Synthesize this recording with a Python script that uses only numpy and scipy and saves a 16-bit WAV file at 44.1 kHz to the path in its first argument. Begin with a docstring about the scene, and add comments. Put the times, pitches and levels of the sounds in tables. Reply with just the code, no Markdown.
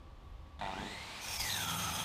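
"""A low outdoor rumble, then an electric miter saw clatters into life and bites through a wooden board.
The inrush current rattles the gears at twice the mains rate, then the motor whines up to speed.
The teeth rasp through the wood, the blade rings, and two resonances fall as the cut deepens."""
import sys
import numpy as np
from scipy import signal
from scipy.fft import rfft, irfft
from scipy.io import wavfile
from scipy.ndimage import uniform_filter1d

SR = 44100
rng = np.random.default_rng(int(sys.argv[2]) if len(sys.argv) > 2 else 0)


def materialize(psi):
    """Save the field psi as 16-bit PCM at rate SR to the path in sys.argv[1].

    A 1-D psi becomes a single channel; in a 2-D psi each row is a channel.
    """
    bounded = np.clip(np.atleast_2d(psi).T, -1, 1)
    quanta = np.round(bounded * 32767).astype(np.int16)
    wavfile.write(sys.argv[1], SR, quanta)


N = 90228
T = np.arange(N) / SR
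START_S = .612   # the motor kicks in

# rate of the motor's torque pulses, sagging under the inrush: time_s, rate_hz
TORQUE_PULSES = [(.612, 102.3), (.66, 98.4), (.72, 93.8), (.85, 98.24), (1.3, 103.4), (1.6, 101.8),
                 (2.05, 104.6)]
# the two resonances of the cut: time_s, lower_hz, lower_db, upper_hz, upper_db
KERF_RESONANCES = [(1.2, 2610, -54, 5900, -46.5), (1.36, 2340, -51, 5420, -42),
                   (1.41, 2200, -49, 4960, -41.5), (1.47, 1960, -42.5, 4510, -49.5),
                   (1.52, 1840, -46.5, 3840, -38.5), (1.58, 1655, -47, 3560, -46),
                   (1.66, 1365, -45, 3370, -45.5), (1.75, 1310, -44, 3230, -45.5),
                   (1.9, 1302, -43, 3130, -52.5), (2.05, 1314, -48, 3330, -39.5)]


def from_db(db):
    """Decibels to gain."""
    return 10 ** (np.asarray(db) / 20)


def rms_one(x):
    """Scale to unit rms."""
    return x / np.sqrt(np.mean(x ** 2) + 1e-20)


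def in_time(rows):
    """Each column of a breakpoint curve at every sample."""
    time_s, *columns = np.transpose(rows)
    return [np.interp(T, time_s, column) for column in columns]


def white():
    """Unit white noise."""
    return rng.standard_normal(N)


def colour(x, spectrum):
    """Equalise x along a spectrum; white input keeps its power."""
    hz, db = np.transpose(spectrum)
    f = np.maximum(np.arange(N + 1) * SR / (2 * N), 1)
    gain = from_db(np.interp(np.log(f), np.log(hz), db)) * np.minimum(f / hz[0], 1) ** 2
    return irfft(rfft(x, 2 * N) * rms_one(gain))[:N]


def drift(hz):
    """Random wander of unit rms, mostly slower than hz."""
    f = np.arange(N // 2 + 1) * SR / N
    return rms_one(irfft(rfft(white()) / (1 + (f / hz) ** 2), N))


def cycles(hz):
    """Cycles run through at a steady or moving rate."""
    return np.cumsum(hz * np.ones(N)) / SR


def tone(hz):
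    """A steady or gliding sine of unit rms."""
    return np.sqrt(2) * np.sin(2 * np.pi * cycles(hz))


def resonate(x, hz, width_hz):
    """A steady or moving resonance; white input keeps its power."""
    r, turn = np.exp(-np.pi * width_hz / SR), np.exp(2j * np.pi * cycles(hz))
    return np.real(turn * signal.lfilter([np.sqrt(2 * (1 - r * r))], [1, -r], x / turn + 1e-18))


def peak(x, hz, width_hz):
    """A resonance applied twice, for steep flanks; white input keeps its power."""
    r, turn = np.exp(-np.pi * width_hz / SR), np.exp(2j * np.pi * cycles(hz))
    return np.real(turn * signal.lfilter([(2 * (1 - r)) ** 1.5], [1, -2 * r, r * r], x / turn + 1e-18))


def lulls():
    """Gain that ducks the broad rush for an instant, four times during the cut."""
    # dips in level: centre_s, half_width_s, depth_db
    dips = [(1.385, .012, 12), (1.664, .011, 15), (1.769, .014, 17), (1.938, .011, 13)]
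    return from_db(-sum(db * np.exp(-((T - s) / width) ** 4) for s, width, db in dips))


def site():
    """Low outdoor rumble, work-site bustle and the wavering drone of a distant machine."""
    # swells of the rumble: time_s, level_db
    rumble_level = [(0, -53.5), (.18, -54), (.25, -49), (.4, -51.5), (.55, -52.5), (.72, -54.5), (.95, -52),
                    (1.18, -65.5), (1.3, -49.5), (1.43, -47.5), (1.58, -66.5), (2.05, -63)]
    # spectra of rumble and bustle: freq_hz, density_db
    rumble_spectrum = [(25, -1), (52, 4.5), (80, 3), (110, -8), (160, -12.5), (400, -54.5)]
    bustle_spectrum = [(110, 0), (200, -6.5), (320, -5), (450, -11.5), (830, -11.5), (1150, -8.5),
                       (1400, -19), (3600, -21.5), (5000, -29.5), (7000, -35.5), (10000, -42.5),
                       (15000, -50)]
    # the machine's tones: pitch_hz, level_db
    drone_tones = [(533, -74.5), (786, -75), (1147, -70)]
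    drone = sum(from_db(db) * tone(hz * (1 + .011 * drift(26))) for hz, db in drone_tones)
    rumble = from_db(in_time(rumble_level)[0]) * colour(white(), rumble_spectrum)
    return from_db(-60.5) * colour(white(), bustle_spectrum) + rumble + drone


def housing_rattle(knocks, age_s):
    """The knocking gears ring the housing; the rattle holds until the inrush ends, then dies."""
    # housing modes: pitch_hz, width_hz, gain_db
    modes = [(810, 210, -10), (1200, 81, -33), (1450, 50, -21), (1945, 150, -12.5), (2410, 47, -15.5),
             (2740, 120, -23.5), (3610, 100, -18), (4000, 110, -30)]
    hold_s = .12
    drive = knocks * from_db(-37 + 2 * age_s - 81 * np.maximum(age_s - hold_s, 0))
    rattle = sum(from_db(db) * resonate(drive * white(), hz, width) for hz, width, db in modes)
    return signal.sosfilt(signal.butter(4, 4700, fs=SR, output="sos"), rattle)


def gear_case(pulse, rate_hz, strength, age_s):
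    """The main blow of each knock lands slightly off the beat and rings the gear case."""
    # gear case modes: pitch_hz, width_hz, gain_db
    modes = [(751, 168, -2), (872, 112, -1.5)]
    jitter_s = .00025
    blow_count = np.maximum.accumulate(np.ceil(pulse + rate_hz * jitter_s * abs(drift(50))))
    blows = rms_one(np.diff(blow_count, prepend=0) * strength)
    ring = sum(from_db(db + 1.84 * drift(70)) * peak(blows, hz, width) for hz, width, db in modes)
    return from_db(-41.5 - 49.5 * age_s) * ring


def start_up():
    """The switch clicks; torque pulses knock the gears, with a fading hum and one low shudder."""
    # spectra of the gear clatter and the shudder: freq_hz, density_db
    clatter_spectrum = [(100, 8.5), (200, 5), (450, -19), (800, 0.5), (1200, -6), (2700, -11), (3900, -4.5),
                        (4800, -20.5), (8000, -23.5), (15000, -45)]
    shudder_spectrum = [(60, -32), (110, -23), (200, -2), (270, -4.5), (420, -6.5), (600, -18), (1500, -51)]
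    switch_s, switch_decay_s, knock_decay_s = .593, .016, .0044
    rate_hz, = in_time(TORQUE_PULSES)
    powered = T >= START_S
    age_s = np.maximum(T - START_S, 0)
    pulse = cycles(rate_hz * powered)
    strength = from_db(1.84 * white())[pulse.astype(int)]   # one draw per knock
    knocks = rms_one(strength * np.exp(-(pulse % 1) / rate_hz / knock_decay_s)) * powered
    rattle = housing_rattle(knocks, age_s) + gear_case(pulse, rate_hz * powered, strength, age_s)
    fade = from_db(-30.5 * age_s)
    hum = from_db(-54) * fade * (np.sin(2 * np.pi * pulse) + from_db(3.5) * np.sin(4 * np.pi * pulse))
    click = from_db(-45.5) * (T > switch_s) * np.exp(-abs(T - switch_s) / switch_decay_s)
    clatter = colour(white() * (click + from_db(-44) * fade * knocks), clatter_spectrum)
    swell = np.exp(-.5 * ((T - .806) / .096) ** 2)
    shudder = from_db(-44.5) * colour(white() * knocks * swell, shudder_spectrum)
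    return rattle + hum + clatter + shudder


def motor():
    """A rough whine climbs in pitch, and the wind of fan and blade grows with speed."""
    # run of the whine: time_s, pitch_hz, level_db
    whine_curve = [(.62, 910, -83), (.74, 1295, -51.5), (.81, 1670, -54), (.9, 1954, -50.5),
                   (1.0, 2080, -55), (1.1, 2290, -59), (1.18, 2430, -57), (1.31, 2510, -53),
                   (1.42, 2363, -54.5), (2.05, 2530, -59.5)]
    # its noisy partials: pitch_ratio, width_hz, gain_db
    partials = [(1, 120, -4.5), (1, 216, -1), (1.88, 170, -5.5), (2.08, 130, -7), (3.9, 1700, -12)]
    # fan and blade wind: freq_hz, density_db
    air_spectrum = [(80, -45), (200, 0.5), (400, -2), (900, 6), (1400, 2), (2500, 3.5), (4000, 2),
                    (5500, -5.5), (8500, -9.5), (10000, -18), (15000, -22)]
    hz, level_db = in_time(whine_curve)
    fade_in = np.clip((T - START_S) / .034, 0, 1)
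    whine = sum(from_db(db) * peak(white(), ratio * hz, width) for ratio, width, db in partials)
    air = from_db(-47) * (hz / hz.max()) ** 1.35 * colour(white(), air_spectrum)
    return fade_in * (from_db(level_db) * whine + air * lulls())


def labouring(load, depth):
    """The motor hums under load, and a low, unsteady shake grows as the cut deepens."""
    # tones of the shake: pitch_hz, gain_db
    shake_tones = [(80, -4.5), (160, -2.5), (181, -4), (250, -10)]
    rate_hz, = in_time(TORQUE_PULSES)
    hum = from_db(-51.5 + 2 * drift(8.9)) * (tone(rate_hz) + from_db(-11) * tone(2 * rate_hz))
    shake = sum(from_db(db + 2.7 * drift(6.6)) * tone(hz + 2.8 * drift(17)) for hz, db in shake_tones)
    return load * hum + from_db(-51.5) * depth ** 2 * shake


def teeth(bite):
    """Each tooth tears out a chip of its own size: a fast train of noise bursts."""
    tooth_hz, chip_spread_db = 3190, 1
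    tooth = cycles(tooth_hz * (1 + .02 * drift(20)))
    chips = from_db(chip_spread_db * white())[tooth.astype(int)] * np.exp(-(tooth % 1))
    return bite * rms_one(chips * white())


def blade_mode(force, hz, width_hz):
    """The contact wanders over the blade, so a mode is driven more, then less."""
    swell = rms_one(from_db(5 * np.tanh(drift(5))))
    return peak(force * swell, hz, width_hz)


def blade(bite):
    """The teeth set the blade ringing, with a shimmer of many high modes on top."""
    # blade modes: pitch_hz, gain_db
    modes = [(2030, -4), (2670, 1), (2820, -2), (3282, 5.5), (3688, -3), (5028, 2), (5340, 4), (5680, -5),
             (6100, -13), (6385, 10.5), (6659, 2), (8791, -14), (9329, -4), (12592, -12), (13022, -13)]
    force = teeth(bite)
    ring = sum(from_db(db) * blade_mode(force, hz, width_hz=46) for hz, db in modes)
    ring /= np.linalg.norm(from_db([db for hz, db in modes]))
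    high_hz = np.linspace(5500, 14900, 48) * (1 + .008 * rng.standard_normal(48))
    shimmer = sum(blade_mode(force, hz, width_hz=52) for hz in high_hz) / np.sqrt(len(high_hz))
    return from_db(-46.5) * ring + from_db(-47.5) * shimmer


def kerf(bite):
    """Two resonances fall as the slot deepens; the upper one smears while it glides fast."""
    lower_hz, lower_db, upper_hz, upper_db = in_time(KERF_RESONANCES)
    glide_hz_per_s = uniform_filter1d(abs(np.gradient(upper_hz)) * SR, size=2000)
    upper_hz = upper_hz + .027 * drift(200) * glide_hz_per_s
    lower = from_db(lower_db) * peak(teeth(bite), lower_hz, width_hz=160)
    upper = from_db(upper_db) * peak(teeth(bite * lulls() ** .3), upper_hz, width_hz=315)
    return lower + upper


def board(bite, depth):
    """The board rings on the saw table from first contact and gains body as the cut deepens."""
    # body of the wood: freq_hz, density_db
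    spectrum = [(60, 4), (150, 12), (240, 5), (480, 1.5), (700, 5.5), (900, 15), (1080, -8), (1500, 5.5),
                (2100, 2), (2700, 5.5), (4000, 6.5), (4600, -26), (12000, -32)]
    body = from_db(-43 + 15.5 * (depth - 1)) * colour(teeth(bite * lulls() ** .3), spectrum)
    return body + from_db(-51.5) * peak(teeth(bite), hz=844, width_hz=320)


def rasp(bite, depth):
    """The bright tearing of the teeth, which the wood shields as they sink in."""
    # tooth rasp: freq_hz, density_db
    spectrum = [(300, -21), (900, 2.5), (2000, -14), (3500, 2), (4700, -7), (6300, 7), (7200, -5),
                (8600, 1), (10200, -10), (12200, -7), (15000, -7.5)]
    return from_db(-42 - 2.5 * depth) * colour(teeth(bite * lulls()), spectrum)


def cut():
    """The teeth enter the wood with a force that flutters and swings once per turn of the blade."""
    # how hard the teeth bite: time_s, level_db
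    bite_curve = [(1.185, -49), (1.215, -10), (1.27, -7), (1.34, -2), (1.43, -0.5), (1.62, -0.5),
                  (1.74, -.5), (1.9, -2), (2.0, -1), (2.05, -10)]
    contact_s, turn_hz = bite_curve[0][0], 79.7
    load = from_db(in_time(bite_curve)[0]) * (T > contact_s)
    kerf_hz = in_time(KERF_RESONANCES)[0]
    depth = (kerf_hz.max() - kerf_hz) / np.ptp(kerf_hz)   # 0 at the surface, 1 at the deepest
    flutter = from_db(1.17 * drift(55))
    wobble = 1 + .16 * np.sin(2 * np.pi * cycles(turn_hz * (1 + .035 * drift(11))))
    bite = load * flutter * wobble
    return rasp(bite, depth) + board(bite, depth) + kerf(bite) + blade(bite) + labouring(load, depth)


def scene():
    """The saw close by in the open air, in mono."""
    return (start_up() + motor() + cut() + site())[None]


def record(dry):
    """A steep low-pass takes off the very top."""
    cutoff_hz = 15100
    return signal.sosfilt(signal.ellip(12, .1, 80, cutoff_hz, fs=SR, output="sos"), dry)


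dry = scene()
out = record(dry)
materialize(out)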